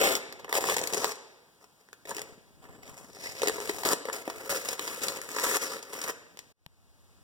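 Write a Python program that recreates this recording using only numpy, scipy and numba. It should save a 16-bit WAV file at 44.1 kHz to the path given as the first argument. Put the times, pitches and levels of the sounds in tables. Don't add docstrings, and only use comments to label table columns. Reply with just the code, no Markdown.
import sys
import numpy as np
from scipy import signal
from scipy.fft import rfft, irfft, next_fast_len
from scipy.io import wavfile
from scipy.ndimage import uniform_filter1d, map_coordinates
from numba import njit

SR = 44100
rng = np.random.default_rng(int(sys.argv[2]) if len(sys.argv) > 2 else 0)


def master(y):
    cut = np.clip(np.atleast_2d(y).T, -1, 1)
    pcm = np.round(cut * 32767)
    wavfile.write(sys.argv[1], SR, pcm.astype(np.int16))


N = 318843

# (frequency [Hz], density [dB])
CRACKLE_SPECTRUM = [(400, -21), (1400, -4), (2000, 10.5), (2800, 1.5), (3900, 0), (5100, -2), (6300, -0.5),
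                    (7500, 2), (9500, -3), (11500, -6), (15500, -6)]
# (frequency [Hz], density [dB])
SHEET_SPECTRUM = [(30, -14), (100, -21), (190, -1), (300, 0.5), (420, 1.5), (620, -5.5), (950, -2),
                  (1350, -5), (1800, 7.5), (2600, -8.5), (6000, -24)]
# (time [s], coupling to bores [dB], taut-tape pitch [Hz], taut-tape share [dB],
# loose-panel pitch [Hz], billowing share [dB])
SHEET_SHAPE = [(0, -4.5, 3000, -8.5, 603, -34), (.14, 3, 2840, -12, 855, -32),
               (.55, -14, 5460, -13.5, 710, -24), (.88, 0, 7100, -7.5, 640, -11),
               (1.04, 2, 5870, 1, 940, -28.5), (2.2, 3, 5330, -8.5, 820, -7.5),
               (2.8, -4.5, 5800, -6.5, 790, -9), (3.3, -4.5, 5100, 1.5, 590, -25),
               (3.6, 3.5, 5340, -11, 530, -5), (3.9, 1, 4730, -4.5, 900, -21),
               (4.3, 2.5, 4750, -11.5, 480, -23.5), (5.1, 1, 7400, -8, 1190, -6),
               (5.5, -2, 6940, -4, 1310, -13), (5.68, 6, 5480, -2, 1310, -7.5),
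               (6.2, -13, 5250, -9.5, 1284, -11.5)]
# (time [s], lag at left microphone [s], treble left minus right [dB])
PEEL_FRONT = [(0, 0.00035, -3.5), (.15, 0.00036, 3.5), (.33, 0.00018, -7), (.63, 0.00023, 2),
              (.83, 0.00014, 4.5), (.97, 0.0002, 3), (1.04, .00014, 1.5), (1.12, 0.00016, 2),
              (2.1, 0.00018, 2.5), (2.7, 0.00026, -8), (3.05, 0.00019, 4), (3.3, 0.00016, -3),
              (3.47, 0.00019, 0), (3.65, 0.00017, 7), (4.15, 0.0002, 2.5), (4.5, 0.00018, -0.5),
              (4.85, 0.00019, -2.5), (5.1, 0.00017, 0.5), (5.45, 0.00015, 1), (5.62, 0.00018, 4),
              (5.95, 0.00019, 0), (6.4, 0.00023, -6)]
# (time [s], gain [dB])
BREAK_FADE = [(6.522, 2), (6.53, -33), (6.6, -12.5), (6.72, -4), (6.85, -1), (7.05, 1.5), (7.23, 2.5)]

BORES_OPEN_S = 4.47
MIC_SPAN_S = 0.0004607
SHEET_LAG_S = 0.00015
TOP_HZ = 15900


def peeling(crackle_gain, drum_gain, patches=2):
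    # (time [s], gain [dB])
    fizz_rows = [(0, -3.5), (.17, 0.5), (.55, 0.5), (1.1, -10.5), (1.6, -4), (2.1, 0), (2.7, -6), (3.3, -8),
                 (3.9, 3.5), (4.2, 1), (4.55, 0), (5.5, -4.5), (6.05, 2)]
    # (time [s], gain [dB])
    rasp_rows = [(0, 5.5), (.8, -4), (1.1, 0.5), (2.7, 3.5), (3.1, -1.5), (3.27, 7), (3.42, 1), (3.85, -2),
                 (4.3, 5), (4.6, -5), (5, -2), (5.25, -0.5), (5.45, -1), (6.1, 0)]
    fizz_hz, rasp_hz, rasp_width_hz = 9450, 2120, 600
    panel_damping, tape_damping, ring_damping = 0.86, 0.61, 0.055
    smooth_rip_db = -30
    front_lag_s = .000019

    cover_db, tape_hz, tape_db, panel_hz, billow_db = curve(SHEET_SHAPE)
    fizz_db, = curve(fizz_rows)
    rasp_db, = curve(rasp_rows)
    lag_s, _ = curve(PEEL_FRONT)
    opened = np.arange(N) / SR > BORES_OPEN_S
    tear = tear_pitch()
    speed = crackle_gain / undb(smooth_rip_db)
    slip = stick_slip(rate_per_s=190, relax_s=0.003, spread_db=3.1, steady=0.25 + speed ** 2)
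    out = 0
    for place in np.linspace(-1, 1, patches):
        threads = slip * clicks(N, rate_per_s=4500, spread_db=2.0)
        plucks = slip * clicks(N, rate_per_s=3000, spread_db=0.0)

        sharp_ring = unit(glide(plucks, tape_hz * tear ** (1 / 4), ring_damping))
        broad_ring = unit(glide(plucks, tape_hz * tear, tape_damping))
        tape = unit(broad_ring + undb(-12.5) * sharp_ring)
        glue = unit(colour(threads, CRACKLE_SPECTRUM))
        glue = glue + (undb(rasp_db) - 1) * band(glue, rasp_hz, rasp_width_hz)
        crackle = shelf(glue, fizz_hz, fizz_db) + undb(tape_db) * tape

        tugs = unit(threads + slip * clicks(N, rate_per_s=1200, spread_db=0.5))
        panel = slip * clicks(N, rate_per_s=1600, spread_db=-0.5)
        for _ in range(2):
            panel = glide(panel, panel_hz * tear, panel_damping)
        billow = unit(glide(tugs, panel_hz / 3.57, 0.95))
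        loose = undb(-.5 * cover_db) * (undb(-4.5) * unit(panel) + undb(billow_db) * billow)
        shaken = undb(-3.0) * unit(colour(tugs, SHEET_SPECTRUM))
        drum = shaken + undb(cover_db - 1.0) * bores(plucks, opened) + loose

        patch = crackle_gain * unit(crackle) + drum_gain * unit(drum)
        out = out + moving_ports(patch, lag_s + place * front_lag_s)
    return out / np.sqrt(patches)


def pulling():
    # (start [s], length [s], crackle midway [dB], swell start to end [dB], drumming over crackle [dB])
    pull_rows = [(0, 0.025, -28.5, 2.5, 4), (0.031, 0.14, -30, -11, 0.5), (0.49, 0.031, -44, -2.5, 0.5),
                 (0.537, 0.046, -29.5, 3.5, -2.5), (0.604, 0.14, -33, 7, -3), (0.761, 0.19, -43, -4, 1),
                 (0.925, 0.045, -41.5, -2.5, -0.5), (0.968, 0.069, -37.5, 3.5, 1),
                 (1.05, 0.07, -40, -0.5, -0.5), (1.13, 0.13, -74.5, -23, -2),
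                 (1.603, 0.041, -65.5, 8, -0.5), (1.768, 0.044, -73, 16, -0.5),
                 (2.072, 0.11, -47, -2.5, -3), (2.195, .15, -62, -11, 4), (2.62, 0.49, -68, -4.5, 11),
                 (2.823, 0.067, -55, 2, -3), (2.888, 0.095, -60, 7.5, -8), (2.975, 0.096, -61, -7, -7.5),
                 (3.073, 0.2, -51.5, 15, -2.5), (3.281, 0.18, -45, 11.5, -2), (3.501, 0.37, -43.5, -5, -3),
                 (3.849, 0.077, -33, 0.5, 2.5), (4.05, 0.17, -59.5, 11, -15),
                 (4.054, 0.053, -53.5, 4.5, 4.5), (4.124, 0.1, -48.5, -13.5, 2),
                 (4.25, 0.23, -49.5, 6.5, 0), (4.493, 0.071, -33, -2.5, -3.5),
                 (4.574, 0.16, -39, 5.5, -5.5), (4.741, 0.049, -50, 2, -0.5), (4.808, 0.29, -41, -7.5, -6),
                 (5.016, 0.16, -39.5, -0.5, -3.5), (5.184, 0.022, -51.5, -8, 3),
                 (5.222, 0.22, -40.5, 15.5, -4), (5.435, 0.13, -32, 2.5, -2.5),
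                 (5.589, 0.04, -44, 19, -8.5), (5.635, 0.17, -44, -15.5, -4), (5.713, 0.054, -56, 1, 7),
                 (5.815, 0.097, -56.5, 10.5, 2), (5.913, 0.015, -51.5, 1, -3), (5.923, 0.18, -42.5, 10, -1)]
    attack_s, release_s = 0.00043, 0.0056
    crackle, drum = 0, 0
    for start_s, length_s, db, swell_db, drum_db in pull_rows:
        gain = stroke(start_s, length_s, db, swell_db, attack_s, release_s)
        crackle = crackle + gain
        drum = drum + gain * undb(drum_db)
    return crackle, drum


def stroke(start_s, length_s, db, swell_db, attack_s, release_s):
    t = np.arange(N) / SR - start_s
    held = undb(db + swell_db * (np.clip(t / length_s, 0, 1) - .5))
    return held * np.clip(t / attack_s, 0, 1) * np.exp(-np.maximum(t - length_s, 0) / release_s)


def stick_slip(rate_per_s, relax_s, spread_db, steady):
    size = undb(spread_db * np.minimum(rng.exponential(size=N), 3))
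    jerks = (rng.random(N) < rate_per_s / SR) * size
    release = signal.lfilter([1], [1, -np.exp(-1 / (relax_s * SR))], jerks)
    return np.sqrt((steady + release / release.mean()) / (steady + 1))


def tear_pitch():
    tears_per_s, scatter_oct = 28, 0.3
    tear_index = np.cumsum(rng.random(N) < tears_per_s / SR)
    octaves = scatter_oct * rng.uniform(-1.55, 1, N)[tear_index]
    return 2 ** uniform_filter1d(octaves, size=88)


def bores(x, opened):
    # (frequency [Hz], width [Hz], relative level covered [dB], relative level open [dB])
    air_modes = [(328, 43, -5.5, -3.5), (422, 70, 4, -1), (479, 50, 0.5, 3), (522, 33, -3.5, 2),
                 (655, 45, -2, -18.5), (851, 110, -2.5, -8), (970, 70, -10, -9.5), (1115, 37, -9, -13),
                 (1236, 88, -3, -4.5), (1344, 100, -9, -1)]
    total = 0
    for hz, width_hz, shut_db, open_db in air_modes:
        gain = undb(shut_db) * (1 - opened) + undb(open_db) * opened
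        total = total + gain * band(x, hz, width_hz)
    return unit(total)


def snaps():
    # (time [s], decay [s], crack level [dB], crack centre [Hz], flap level [dB], flap centre [Hz])
    snap_rows = [(0.152, 0.0019, -25.5, 4570, -41.5, 740), (0.3241, 0.0019, -40, 4300, -44, 1110),
                 (.391, 0.0067, -47, 4020, -46, 690), (0.443, 0.0034, -41, 2530, -39, 900),
                 (0.479, 0.0027, -54, 2990, -42, 900), (0.4915, 0.002, -44, 5000, -43, 480),
                 (0.5256, 0.0019, -25, 3580, -28, 930), (0.5503, 0.0025, -25.5, 4670, -31, 594),
                 (0.5668, .0032, -32, 5860, -48, 850), (0.5835, 0.0012, -38, 6000, -25, 600),
                 (0.6398, 0.0011, -32, 4100, -26, 930), (0.6685, 0.0041, -32, 4420, -44.5, 658),
                 (.6847, 0.0042, -31, 4860, -26.5, 843), (0.696, 0.0031, -25.5, 3470, -26.5, 1074),
                 (0.7147, 0.0087, -42, 5900, -31, 790), (0.7645, 0.0034, -24.5, 6160, -27, 546),
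                 (0.782, 0.00097, -29.5, 6500, -41.5, 700), (.7887, 0.002, -32, 5750, -36, 590),
                 (0.814, 0.0015, -34, 6400, -32.5, 460), (0.8373, 0.0014, -30, 6100, -39, 450),
                 (0.8715, 0.0021, -28.5, 6800, -48, 1280), (0.9334, 0.0022, -26.5, 5300, -30, 520),
                 (0.9437, 0.0019, -27.5, 6440, -32, 530), (1.0437, 0.00041, -24, 4400, -24, 990),
                 (1.155, .002, -47, 5970, -68, 600), (1.487, 0.0013, -89, 3960, -65, 796),
                 (1.64, 0.0021, -56, 4500, -56, 800), (1.887, 0.00088, -61, 4000, -54.5, 1300),
                 (1.9293, 0.0012, -44, 2410, -42.5, 1670), (2.052, 0.0041, -45, 3840, -45.5, 535),
                 (2.0921, 0.0022, -38, 7500, -40.5, 600), (2.1065, 0.0018, -37.5, 7000, -41, 900),
                 (2.1101, 0.0048, -41, 4320, -32.5, 784), (2.1464, 0.0015, -41, 5830, -60, 530),
                 (2.1654, 0.0017, -35, 4970, -41, 470), (2.1807, 0.003, -36, 3270, -39, 830),
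                 (2.192, 0.0019, -37.5, 6000, -39.5, 600), (2.216, 0.0012, -35.5, 6100, -44.5, 530),
                 (2.6521, 0.00086, -63, 2500, -53.5, 460), (3.167, 0.0018, -64, 5000, -47.5, 675),
                 (3.3655, 0.0022, -49, 4950, -51, 600), (3.4179, 0.0013, -28.5, 4470, -31.5, 630),
                 (3.4313, 0.0024, -28.5, 5360, -23, 554), (3.4461, 0.021, -43, 2700, -32, 490),
                 (3.4705, 0.0042, -24, 4400, -29.5, 446), (3.4819, 0.0018, -23, 5300, -28.5, 590),
                 (3.495, 0.0017, -32.5, 5500, -27, 520), (3.5805, 0.0039, -45, 4500, -35, 615),
                 (3.602, 0.00083, -37, 4600, -36.5, 506), (3.692, 0.0028, -28, 3560, -26, 450),
                 (3.7837, 0.0018, -40, 5460, -40, 710), (3.8336, 0.0014, -34, 3260, -35, 760),
                 (3.8487, 0.0026, -27.5, 3500, -44.5, 1000), (3.8568, 0.004, -30, 4000, -27, 480),
                 (3.8883, 0.001, -25, 5970, -31.5, 780), (3.9045, 0.0025, -44, 5760, -32, 890),
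                 (3.9308, 0.0018, -23, 6940, -26, 488), (4.053, 0.0013, -38, 2420, -34, 476),
                 (4.0848, 0.0023, -44, 3300, -30, 603), (4.098, 0.0012, -40, 3046, -32.5, 1110),
                 (4.127, 0.0046, -31.5, 7000, -49, 760), (4.16, 0.0045, -38, 6500, -44, 820),
                 (4.2764, 0.0027, -38, 2030, -29, 405), (4.298, 0.003, -36, 4300, -35.5, 1210),
                 (4.5, 0.0085, -30.5, 5540, -45.5, 432), (4.524, .002, -38, 5040, -32, 685),
                 (4.544, 0.0038, -40, 3650, -34, 1160), (4.5672, 0.0068, -31, 5170, -37.5, 570),
                 (4.6853, 0.004, -26.5, 5360, -35.5, 650), (4.7281, 0.0037, -36, 5860, -39, 1230),
                 (4.7928, 0.0015, -29, 4660, -33.5, 810), (4.8752, 0.0036, -32, 4640, -35, 950),
                 (5.032, 0.005, -26.5, 7900, -39.5, 285), (5.083, 0.0011, -25.5, 5200, -50, 750),
                 (5.215, 0.001, -36, 6030, -38.5, 1510), (5.3155, 0.0013, -39, 7000, -49, 1200),
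                 (5.3648, 0.0012, -38, 5500, -31.5, 1250), (5.3832, 0.0032, -28.5, 2700, -28, 1360),
                 (5.3975, 0.00091, -31.5, 7300, -45, 1200), (5.4495, 0.00063, -31, 7300, -34, 1200),
                 (5.513, 0.001, -37, 6500, -32, 1190), (5.543, 0.0014, -34, 6960, -32.5, 1300),
                 (5.5679, 0.0012, -26, 6940, -30, 1350), (5.825, 0.0042, -39.5, 6000, -48.5, 900),
                 (5.931, 0.0027, -39.5, 8160, -39, 720), (6.0135, 0.003, -32, 5600, -55, 900),
                 (6.037, 0.0037, -32.5, 6100, -49, 900), (6.082, 0.0011, -36, 8050, -39.5, 805),
                 (6.096, 0.0017, -35.5, 5370, -32.5, 744), (6.3718, 0.0003, -46.5, 4470, -51.5, 726),
                 (6.3902, 0.00018, -39, 4740, -50.5, 944)]
    out = np.zeros((2, N))
    for s, decay_s, crack_db, crack_hz, flap_db, flap_hz in snap_rows:
        add(out, s, snap(s, decay_s, undb(crack_db), crack_hz, undb(flap_db), flap_hz))
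    return out


def snap(s, decay_s, crack_gain, crack_hz, flap_gain, flap_hz, size=4096):
    rise_share = 0.7
    pop_size, pop_loss_s = 10.4, 0.0007
    t, decay_s = np.arange(size) / SR, max(decay_s, .0003)
    weight = np.sqrt(.005 * SR / size)
    envelope = np.exp(-t / decay_s) * np.minimum(t / (rise_share * decay_s), 1)
    run = clicks(size, rate_per_s=14000, spread_db=1.0) * envelope
    run[int(.0005 * SR)] += pop_size * np.exp(-decay_s / pop_loss_s)
    splinter = undb(-8) * run
    crack = colour(band(run, crack_hz, crack_hz * 0.78) + splinter, CRACKLE_SPECTRUM)
    flap = unit(colour(band(run, flap_hz, flap_hz * 0.59), SHEET_SPECTRUM))
    flap_in_bores = flap + undb(-6.5) * bores(flap, float(s > BORES_OPEN_S))
    sound = crack_gain * unit(crack) + flap_gain * unit(flap_in_bores)
    times_s, lags_s, _ = np.transpose(PEEL_FRONT)
    return weight * ports(sound, np.interp(s, times_s, lags_s) + .00002 * rng.standard_normal())


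def creases(crackle_gain, drum_gain):
    per_s, decay_s, centre_hz = 12, 0.0011, 5640
    crack_db, flap_db = -7.5, -0.5
    scatter_db, scatter_oct = 2.5, 0.96
    limit = undb(-38)
    out = np.zeros((2, N))
    *_, panel_hz, _ = curve(SHEET_SHAPE)
    for when, crack, flap, bright, pitch in rng.uniform(-1, 1, (int(per_s * N / SR), 5)):
        i = int((when + 1) / 2 * N)
        crack_gain = min(crackle_gain[i], limit) * undb(crack_db + scatter_db * crack)
        flap_gain = min(drum_gain[i], limit) * undb(flap_db + scatter_db * flap)
        crack_hz = centre_hz * 2 ** (scatter_oct * bright)
        flap_hz = panel_hz[i] * 2 ** (scatter_oct * pitch)
        add(out, i / SR, snap(i / SR, decay_s, crack_gain, crack_hz, flap_gain, flap_hz))
    return out


def shaded(near):
    shade_hz = 6200
    _, left_db = curve(PEEL_FRONT)
    return np.array([shelf(near[0], shade_hz, left_db / 2), shelf(near[1], shade_hz, -left_db / 2)])


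def garage(near, wet_db, early_db, early_s, treble_db):
    # (frequency [Hz], T60 [s])
    t60_rows = [(100, 0.23), (280, 1.2), (400, 1.01), (1200, 0.94), (4000, 0.94), (8000, 0.61),
                (11000, 0.47), (15000, .27)]
    t = np.arange(SR) / SR
    hz, s, cells = signal.stft(diffuse(SR), SR, nperseg=256)
    fall_db = -60 * s / at_hz(t60_rows, hz)[:, None]
    dull_db = treble_db * hz[:, None] / TOP_HZ
    tail = signal.istft(cells * undb(fall_db + dull_db), SR)[1][:, :SR]
    tail = tail * (1 - np.exp(-(t / 0.0006) ** 2))
    early = diffuse(SR) * np.exp(-t / early_s) * (t > .0006)
    response = undb(wet_db) * tail / np.sqrt(SR / 20) + undb(early_db) * unit(early) / np.sqrt(SR)
    return signal.fftconvolve(near[1:], response, axes=1)[:, :N]


def squeak():
    # (time [s], pitch [Hz], level [dB])
    whistle = [(2.58, 6900, -100), (2.597, 7440, -78), (2.618, 8150, -71), (2.66, 8200, -76),
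               (2.705, 7750, -73), (2.745, 7520, -70), (2.81, 7950, -72), (2.85, 7700, -72),
               (2.92, 7350, -73), (3.0, 7400, -80)]
    jitter = 0.006
    hz, db = curve(whistle)
    tremble = unit(band(rng.standard_normal(N), 150, 400))
    tone = unit(np.sin(2 * np.pi * np.cumsum(hz * (1 + jitter * tremble)) / SR))
    t = np.arange(N) / SR
    return ports(tone * undb(db) * (t > whistle[0][0]) * (t < whistle[-1][0]), SHEET_LAG_S)


def hands():
    # (start [s], length [s], level midway [dB], swell start to end [dB])
    rub_rows = [(0, 1.12, -65, 9), (2.003, 0.91, -65.5, -13), (2.574, 1.4, -61.5, 8), (4.06, 1.26, -66, 3),
                (5.401, 1.12, -71.5, 6)]
    gain = sum(stroke(*rub, attack_s=0.14, release_s=0.016) for rub in rub_rows)
    common, *own = (clicks(N, rate_per_s=320, spread_db=5.0) for _ in range(3))
    drag = unit(band(band(common, 160, 180), 230, 350))
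    flutter = unit(np.array([band(band(x, 82, 160), 100, 200) for x in own]))
    return gain * (ports(drag, SHEET_LAG_S) + undb(-6.0) * flutter)


def knock():
    # (tick level [dB], tick pitch [Hz], thump level [dB], thump pitch [Hz])
    tick_db, tick_hz, thump_db, thump_hz = (-41, 904, -37.5, 151)
    start_s = 6.6625
    t = np.maximum(np.arange(N) / SR - start_s, 0)
    tick = undb(tick_db) * np.sin(2 * np.pi * tick_hz * t) * np.exp(-t / 0.0018)
    thump = undb(thump_db) * np.sin(2 * np.pi * thump_hz * t) * np.exp(-t / 0.004)
    grit = undb(-23.5) * band(rng.standard_normal(N) * (t > 0) * np.exp(-t / 0.001), 2130, 2270)
    return ports(tick + thump + grit, SHEET_LAG_S)


def room_tone(db, rumble_db):
    # (frequency [Hz], density [dB])
    air_spectrum = [(25, -15.5), (85, -3), (170, 1), (400, -5.5), (1000, -6.5), (2500, -10.5),
                    (5000, -12.5), (8000, -14), (11200, -17.5), (13000, -22), (15500, -22)]
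    # (frequency [Hz], width [Hz], level [dB])
    whine_rows = [(9895, 150, -84), (14790, 280, -83)]
    air = np.array([colour(x, air_spectrum) for x in diffuse(N)])
    rumble = np.array([band(band(x, 85, 70), 85, 90) for x in rng.standard_normal((2, N))])
    whine = 0
    for hz, width_hz, line_db in whine_rows:
        line = band(band(diffuse(N), hz, width_hz), hz, width_hz)
        whine = whine + undb(line_db) * unit(line)
    before_break = np.arange(N) / SR < BREAK_FADE[1][0]
    return undb(db) * unit(air) + np.where(before_break, whine, undb(rumble_db) * unit(rumble))


def undb(db):
    return 10 ** (np.asarray(db) / 20)


def unit(x):
    return x / np.sqrt(np.mean(x ** 2) + 1e-18)


def curve(rows):
    s, *columns = np.transpose(rows)
    return [np.interp(np.arange(N) / SR, s, c) for c in columns]


def at_hz(points, hz):
    f, value = np.transpose(points)
    return np.interp(np.log(hz + 1), np.log(f), value)


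def colour(x, points, power=1, size=2048):
    response_db = power * at_hz(points, np.fft.rfftfreq(size, 1 / SR))
    cepstrum = irfft(np.log(undb(response_db)))
    cepstrum[1:size // 2] *= 2
    cepstrum[size // 2 + 1:] = 0
    return signal.fftconvolve(x, irfft(np.exp(rfft(cepstrum))))[:len(x)]


def band(x, hz, width_hz):
    return signal.lfilter(*signal.iirpeak(hz, hz / width_hz, fs=SR), x + 1e-18)


@njit
def glide(x, hz, damping):
    y, b, low = np.empty(len(x)), 0., 0.
    for i in range(len(x)):
        g = np.tan(np.pi * hz[i] / SR)
        v = (b + g * (x[i] - low)) / (1 + g * (g + damping))
        b, low, y[i] = 2 * v - b, low + 2 * g * v, v
    return y


def shelf(x, hz, db):
    top = signal.sosfiltfilt(signal.butter(2, hz, "high", fs=SR, output="sos"), x)
    return x + (undb(db) - 1) * top


def clicks(n, rate_per_s, spread_db):
    size = undb(spread_db * np.minimum(rng.exponential(size=n), 5))
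    return unit((rng.random(n) < rate_per_s / SR) * size * rng.standard_normal(n))


def diffuse(n):
    likeness = np.sinc(2 * np.fft.rfftfreq(n, 1 / SR) * MIC_SPAN_S)
    weights = np.sqrt([1 + likeness, 1 - likeness])
    mid, side = irfft(rfft(rng.standard_normal((2, n))) * weights, n)
    return np.array([mid + side, mid - side]) / np.sqrt(2)


def delay(x, seconds):
    n = next_fast_len(len(x) + 64)
    turn = np.exp(-2j * np.pi * np.fft.rfftfreq(n, 1 / SR) * seconds)
    return irfft(rfft(x, n) * turn, n)[:len(x)]


def ports(x, lag_s):
    return np.array([delay(x, lag_s), x])


def moving_ports(x, lag_s):
    return np.array([map_coordinates(x, [np.arange(N) - lag_s * SR], order=5, mode="mirror"), x])


def add(out, s, sound):
    part = out[:, int(s * SR):][:, :sound.shape[1]]
    part += sound[:, :part.shape[1]]


def scene():
    background = hands() + squeak() + room_tone(db=-65.0, rumble_db=-72.0)
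    crackle_gain, drum_gain = pulling()
    near = peeling(crackle_gain, drum_gain) + snaps() + creases(crackle_gain, drum_gain)
    room = garage(near, wet_db=-11.0, early_db=-6.0, early_s=0.0096, treble_db=-1.0)
    fade_db, = curve(BREAK_FADE)
    return (shaded(near) + room + background) * undb(fade_db) + knock()


def widen(pair, bass_hz, lowest_hz):
    # (frequency [Hz], share [1])
    cross_rows = [(100, .8), (900, .83), (2200, .93), (4400, .76), (6500, .4), (9000, .1), (15000, .01)]
    n = next_fast_len(N + SR // 10)
    hz, both = np.fft.rfftfreq(n, 1 / SR), rfft(pair, n)
    share = at_hz(cross_rows, hz)
    aimed = np.exp(-2j * np.pi * hz * MIC_SPAN_S) * both - share * both[::-1]
    bass = (1j * hz + bass_hz) / (1j * hz + lowest_hz)
    return irfft(aimed * bass / np.sqrt(1 + share ** 2), n)[:, :N]


def record(dry):
    # (frequency [Hz], unscaled gain [dB])
    opening_rows = [(100, 1), (450, 0.5), (1100, 2.5), (2000, 5), (3100, 6), (4800, 0.5), (6000, 5),
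                    (8000, 3.5), (10500, 2), (13000, 0), (15000, -1)]
    left = colour(dry[0], opening_rows, power=0.077)
    right = colour(dry[1], opening_rows, power=-1.83)
    wide = widen(np.array([left, right]), bass_hz=330, lowest_hz=77.0)
    return signal.sosfilt(signal.ellip(10, .2, 70, TOP_HZ, fs=SR, output="sos"), wide)


dry = scene()
out = record(dry)
master(out)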